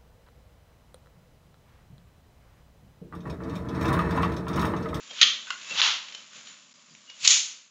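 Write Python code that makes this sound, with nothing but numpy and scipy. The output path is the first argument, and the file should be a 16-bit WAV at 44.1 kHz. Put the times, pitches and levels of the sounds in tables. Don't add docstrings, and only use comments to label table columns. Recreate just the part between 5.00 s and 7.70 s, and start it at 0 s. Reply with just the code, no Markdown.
import sys
import numpy as np
from scipy import signal
from scipy.fft import rfft, irfft, next_fast_len
from scipy.io import wavfile
from scipy.ndimage import uniform_filter1d, minimum_filter1d

SR = 44100
rng = np.random.default_rng(int(sys.argv[2]) if len(sys.argv) > 2 else 0)


def pcm_store(signal):
    levels = np.round(np.clip(np.atleast_2d(signal), -1, 1) * 32767)
    wavfile.write(sys.argv[1], SR, levels.astype(np.int16).T)


N = 119070
TIME_S = np.arange(N) / SR
FFT_SIZE = next_fast_len(2 * N)
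FREQS_HZ = np.maximum(np.fft.rfftfreq(FFT_SIZE, 1 / SR), 1)

# frequency in Hz, gain in dB.
HISS_SPECTRUM = [(25, -48.5), (60, -28), (110, -9.5), (165, -2.5), (250, 2.5), (370, -17.5), (600, -4),
                 (800, -18), (1100, -3.5), (1700, -19), (3500, -12.5), (5500, -8), (6600, -10),
                 (7150, -1.5), (8200, -8.5)]
# time in seconds, level in dB.
HISS_ENVELOPE = [(0, -51), (1.7, -53.5), (2.4, -52), (2.7, -63)]
# centre in seconds, length in seconds, pitch in Hz, level in dB.
CHIRPS = [(1.44, .08, 5000, -66), (1.76, .08, 4950, -58.5), (1.92, 0.056, 4750, -57)]
# frequency in Hz, gain in dB.
RUSTLE_SPECTRUM = [(40, -25), (350, -10.5), (750, -11), (1200, -1), (1900, -1.5), (2700, 2), (3600, 1.5),
                   (4800, -4.5), (6000, -3), (7100, 0.5), (8200, -9.5)]
# time in seconds, level in dB.
RUSTLE_ENVELOPE = [(0, -48), (.09, -46), (.17, -40), (.45, -45.5), (.55, -43.5), (.65, -40), (.74, -35.5),
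                   (1.05, -47.5), (1.2, -46), (1.29, -51), (1.36, -42.5), (1.44, -47.5), (1.49, -44.5),
                   (1.68, -56), (2.03, -55.5), (2.19, -49.5), (2.5, -46), (2.7, -61)]
# start in seconds, level in dB, attack and decay in seconds,
# thud pitch in Hz, knock relative to thud in dB.
STEPS = [(0.103, -56, .003, .025, 221, 12.5), (.215, -47, .015, 0.092, 219, -1.5),
         (.711, -50.5, 0.00069, 0.035, 230, 6), (.728, -41.5, 0.0056, 0.025, 169, -6),
         (1.09, -65, 0.024, .12, 163, 7.5), (1.35, -56.5, .01, 0.092, 192, -5),
         (1.905, -49.5, 0.015, .05, 175, -29), (2.22, -54, 0.0081, 0.056, 166, -7)]
# start in seconds, level before filtering in dB, decay in seconds.
TICKS = [(.108, -43, 0.0043), (.708, -40, .006), (1.083, -41, .005), (1.123, -43.5, .005),
         (1.148, -37.5, .003), (1.4676, -45.5, .014), (1.950, -49.5, .001), (2.0983, -42.5, 0.0048)]
# frequency in Hz, gain in dB.
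TICK_SPECTRUM = [(40, -30), (400, -7.5), (1200, -3), (1700, 3), (2300, 9), (3300, 11.5), (4800, 5.5),
                 (7100, -1.5), (8200, -16.5)]
# peak in seconds, level in dB, pitch in Hz, rise and fall in seconds.
SQUEAKS = [(0.107, -37.5, 3164, 0.018, 0.015), (.711, -21, 2684, 0.0043, 0.0096),
           (.715, -39.5, 2638, .07, 0.045), (1.15, -34.5, 3055, 0.0072, 0.0074),
           (1.48, -44.5, 7020, .012, 0.04), (2.102, -40, 2857, 0.014, 0.0082)]
# start in seconds, level in dB, decay in seconds.
TOE_TAPS = [(0.468, -36.5, 0.02), (0.5034, -23.5, 0.0038), (0.524, -43.5, 0.00075)]
# frequency in Hz, width in Hz, gain in dB.
TAP_MODES = [(1190, 110, -5), (1430, 140, 10), (1950, 140, 1.5), (2660, 420, 0.5), (3550, 490, -23),
             (6400, 3100, -21)]
# peak in seconds, level in dB, rise in dB/s, hold in seconds, fall in dB/s.
SWISHES = [(0.225, -23.5, 297, 0.059, 149.5), (0.799, -18.5, 294, 0.075, 130.5),
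           (2.255, -13.5, 467, 0.085, 134.5)]
# frequency in Hz, gain in dB.
SWISH_SPECTRA = [
    [(40, -40.5), (200, -32.5), (380, -28), (800, -43.5), (1200, -8), (1600, -13), (2300, -8), (3300, 3),
     (4000, -4.5), (4800, -12.5), (6500, -10.5), (7200, -29)],
    [(40, -71), (200, -21.5), (380, -26.5), (650, -17), (1050, -4.5), (2300, -6), (3000, 2), (3900, -1),
     (5000, -8), (6700, -10.5), (7200, -17.5)],
    [(40, -55), (200, -44), (380, -54), (800, -24), (1200, -18.5), (1650, -17.5), (2500, -5), (3300, -6.5),
     (4100, -5.5), (5500, -9), (6400, -9), (7150, -4)],
]
# start in seconds, level in dB, decay in seconds,
# woody ring in dB, treble gain in dB, reverb gain in dB.
CRACKS = [(0.2138, -8.5, 0.0072, 12.5, -1.5, -9.5), (0.2277, -8.5, 0.009, 2.5, -4.5, -6.5),
          (0.8167, -14.5, 0.00024, -3, -23, -7.5), (2.2485, -19, 0.0073, 0, 2, -6),
          (2.276, -7.5, 0.0013, 1.5, 16, -2), (2.305, -12.5, 0.012, -4, 19.5, -0.5)]
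# frequency in Hz, gain in dB.
CRACK_SPECTRUM = [(40, -63), (380, -40), (620, -27.5), (900, -32.5), (1300, -18), (2200, -8), (3200, -1),
                  (3900, 0), (4900, -10.5), (5400, -9), (5800, -14), (6300, -6.5), (7200, -14.5),
                  (8200, -27)]
# frequency in Hz, width in Hz, share of the ring.
CRACK_MODES = [(599, 120, 0.99), (1295, 380, 0.63), (1885, 150, 0.77), (2160, 170, 0.51), (2570, 240, 0.31)]
# centre in seconds, length in seconds, gain in dB.
LEVEL_DIPS = [(0.8131, 0.0059, -21.5), (1.735, 0.0065, -39), (2.2696, 0.0021, -21)]
# frequency in Hz, gain in dB.
MIC_RESPONSE = [(20, -6), (7230, -1.5), (7380, -12), (7900, -17), (8150, -28), (8450, -59), (9000, -72.5)]


def undb(db):
    return 10 ** (np.asarray(db) / 20)


def unit_rms(x):
    return x / np.sqrt(np.mean(x ** 2))


def unit_burst(x):
    return x / np.sqrt(np.sum(x ** 2) / (SR * .01))


def envelope(points):
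    return undb(np.interp(TIME_S, *np.array(points).T))


def response_db(points):
    hz, db = np.array(points).T
    return np.interp(np.log(FREQS_HZ), np.log(hz), db)


def shape(x, gain_db):
    cepstrum = irfft(np.log(undb(gain_db)), FFT_SIZE)
    cepstrum[1:FFT_SIZE // 2] *= 2
    cepstrum[FFT_SIZE // 2 + 1:] = 0
    return irfft(rfft(x, FFT_SIZE) * np.exp(rfft(cepstrum)), FFT_SIZE)[:N]


def ring(x, hz, width_hz):
    return signal.lfilter(*signal.iirpeak(hz, hz / width_hz, SR), x)


def noise():
    return rng.standard_normal(N)


def noise_band(hz, width_hz):
    return unit_rms(ring(ring(noise(), hz, width_hz), hz, width_hz))


def waver(width_hz):
    return unit_rms(signal.sosfilt(signal.butter(2, width_hz / 2, fs=SR, output="sos"), noise()))


def pulse(start_s, attack_s, decay_s):
    age_s = np.maximum(TIME_S - start_s, 0)
    return (1 - np.exp(-age_s / attack_s)) * np.exp(-age_s / decay_s)


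def slips(start_s, decay_s, attack_s=0.0009):
    return np.sign(noise()) * pulse(start_s, attack_s, decay_s)


def cloth_rub(spectrum, grain_db, grains_per_s=500):
    jumps_db = grain_db * np.interp(TIME_S * grains_per_s, np.arange(N), noise())
    return unit_rms(shape(noise() * undb(jumps_db), response_db(spectrum)))


def room(x, t60_s, wet_db=-4.5, build_s=0.0097):
    tail = noise() * undb(-60 * TIME_S / t60_s) * (1 - np.exp(-TIME_S / build_s))
    tail /= np.sqrt(np.sum(tail ** 2))
    return x + undb(wet_db) * signal.fftconvolve(x, tail)[:N]


def hiss():
    return unit_rms(shape(noise(), response_db(HISS_SPECTRUM))) * envelope(HISS_ENVELOPE)


def bird(sag_hz_per_s=1200):
    out = 0
    for centre_s, length_s, hz, db in CHIRPS:
        offset_s = TIME_S - centre_s
        phase = 2 * np.pi * (hz * TIME_S - sag_hz_per_s * offset_s ** 2 / 2)
        swell = np.exp(-(2 * offset_s / length_s) ** 2)
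        out += undb(db) * waver(width_hz=90) * np.sin(phase) * swell
    return out


def rustle():
    return cloth_rub(RUSTLE_SPECTRUM, grain_db=2.0) * envelope(RUSTLE_ENVELOPE)


def steps():
    out = 0
    for start_s, db, attack_s, decay_s, thud_hz, knock_db in STEPS:
        thud = noise_band(thud_hz, width_hz=98)
        knock = undb(knock_db) * noise_band(hz=550, width_hz=260)
        out += undb(db) * (thud + knock) * pulse(start_s, attack_s, decay_s)
    return out


def ticks():
    bursts = sum(undb(db) * unit_burst(slips(start_s, decay_s)) for start_s, db, decay_s in TICKS)
    return shape(bursts, response_db(TICK_SPECTRUM))


def squeaks(jitter_hz=55):
    out = 0
    for peak_s, db, hz, rise_s, fall_s in SQUEAKS:
        phase = 2 * np.pi * np.cumsum(hz + jitter_hz * waver(width_hz=130)) / SR
        flutter = 1 + .45 * waver(width_hz=110)
        swell = np.exp(-np.maximum((peak_s - TIME_S) / rise_s, (TIME_S - peak_s) / fall_s))
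        out += undb(db) * np.sin(phase) * flutter * swell
    return out


def toe_taps(low_cut_hz=800):
    highpass = signal.butter(2, low_cut_hz, "high", fs=SR, output="sos")
    out = 0
    for start_s, db, decay_s in TOE_TAPS:
        touch = signal.sosfilt(highpass, slips(start_s, decay_s))
        modes = sum(undb(mode_db) * ring(touch, hz, width_hz) for hz, width_hz, mode_db in TAP_MODES)
        out += undb(db) * unit_burst(modes)
    return room(out, t60_s=0.18)


def swishes():
    out = 0
    for (peak_s, db, rise_db_per_s, hold_s, fall_db_per_s), spectrum in zip(SWISHES, SWISH_SPECTRA):
        rise_db = rise_db_per_s * np.maximum(peak_s - TIME_S, 0)
        fall_db = fall_db_per_s * np.maximum(TIME_S - peak_s - hold_s, 0)
        out += cloth_rub(spectrum, grain_db=0.5) * undb(db - rise_db - fall_db)
    return out


def cracks(snap_gain=2.56, treble_hz=6710, treble_octaves=0.32):
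    wood = sum(share * np.exp(-(2 * (FREQS_HZ - hz) / width_hz) ** 2)
               for hz, width_hz, share in CRACK_MODES)
    treble = np.exp(-.5 * (np.log2(FREQS_HZ / treble_hz) / treble_octaves) ** 2)
    out = 0
    for start_s, db, decay_s, wood_db, treble_db, wet_db in CRACKS:
        force = slips(start_s, decay_s)
        force[int(start_s * SR)] += snap_gain
        crack = shape(force, response_db(CRACK_SPECTRUM) + wood_db * wood + treble_db * treble)
        out += room(undb(db) * unit_burst(crack), t60_s=0.43, wet_db=wet_db)
    return out


def scene():
    contacts = cracks() + toe_taps() + room(ticks() + squeaks(), t60_s=.28)
    mix = contacts + swishes() + steps() + rustle() + hiss() + bird()
    dips_db = sum(db * np.exp(-(2 * (TIME_S - centre_s) / length_s) ** 4)
                  for centre_s, length_s, db in LEVEL_DIPS)
    return (mix * undb(dips_db))[None]


def record(dry):
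    ceiling, limiter_s, cutoff_hz = .97, 0.00021, 15500
    mic = shape(dry[0], response_db(MIC_RESPONSE))
    span = int(limiter_s * SR)
    gain = minimum_filter1d(ceiling / np.maximum(np.abs(mic), ceiling), 2 * span + 1)
    smooth_gain = uniform_filter1d(uniform_filter1d(gain, span), span)
    lowpass = signal.ellip(8, .2, 70, cutoff_hz, fs=SR, output="sos")
    return signal.sosfilt(lowpass, mic * smooth_gain)[None]


dry = scene()
out = record(dry)
pcm_store(out)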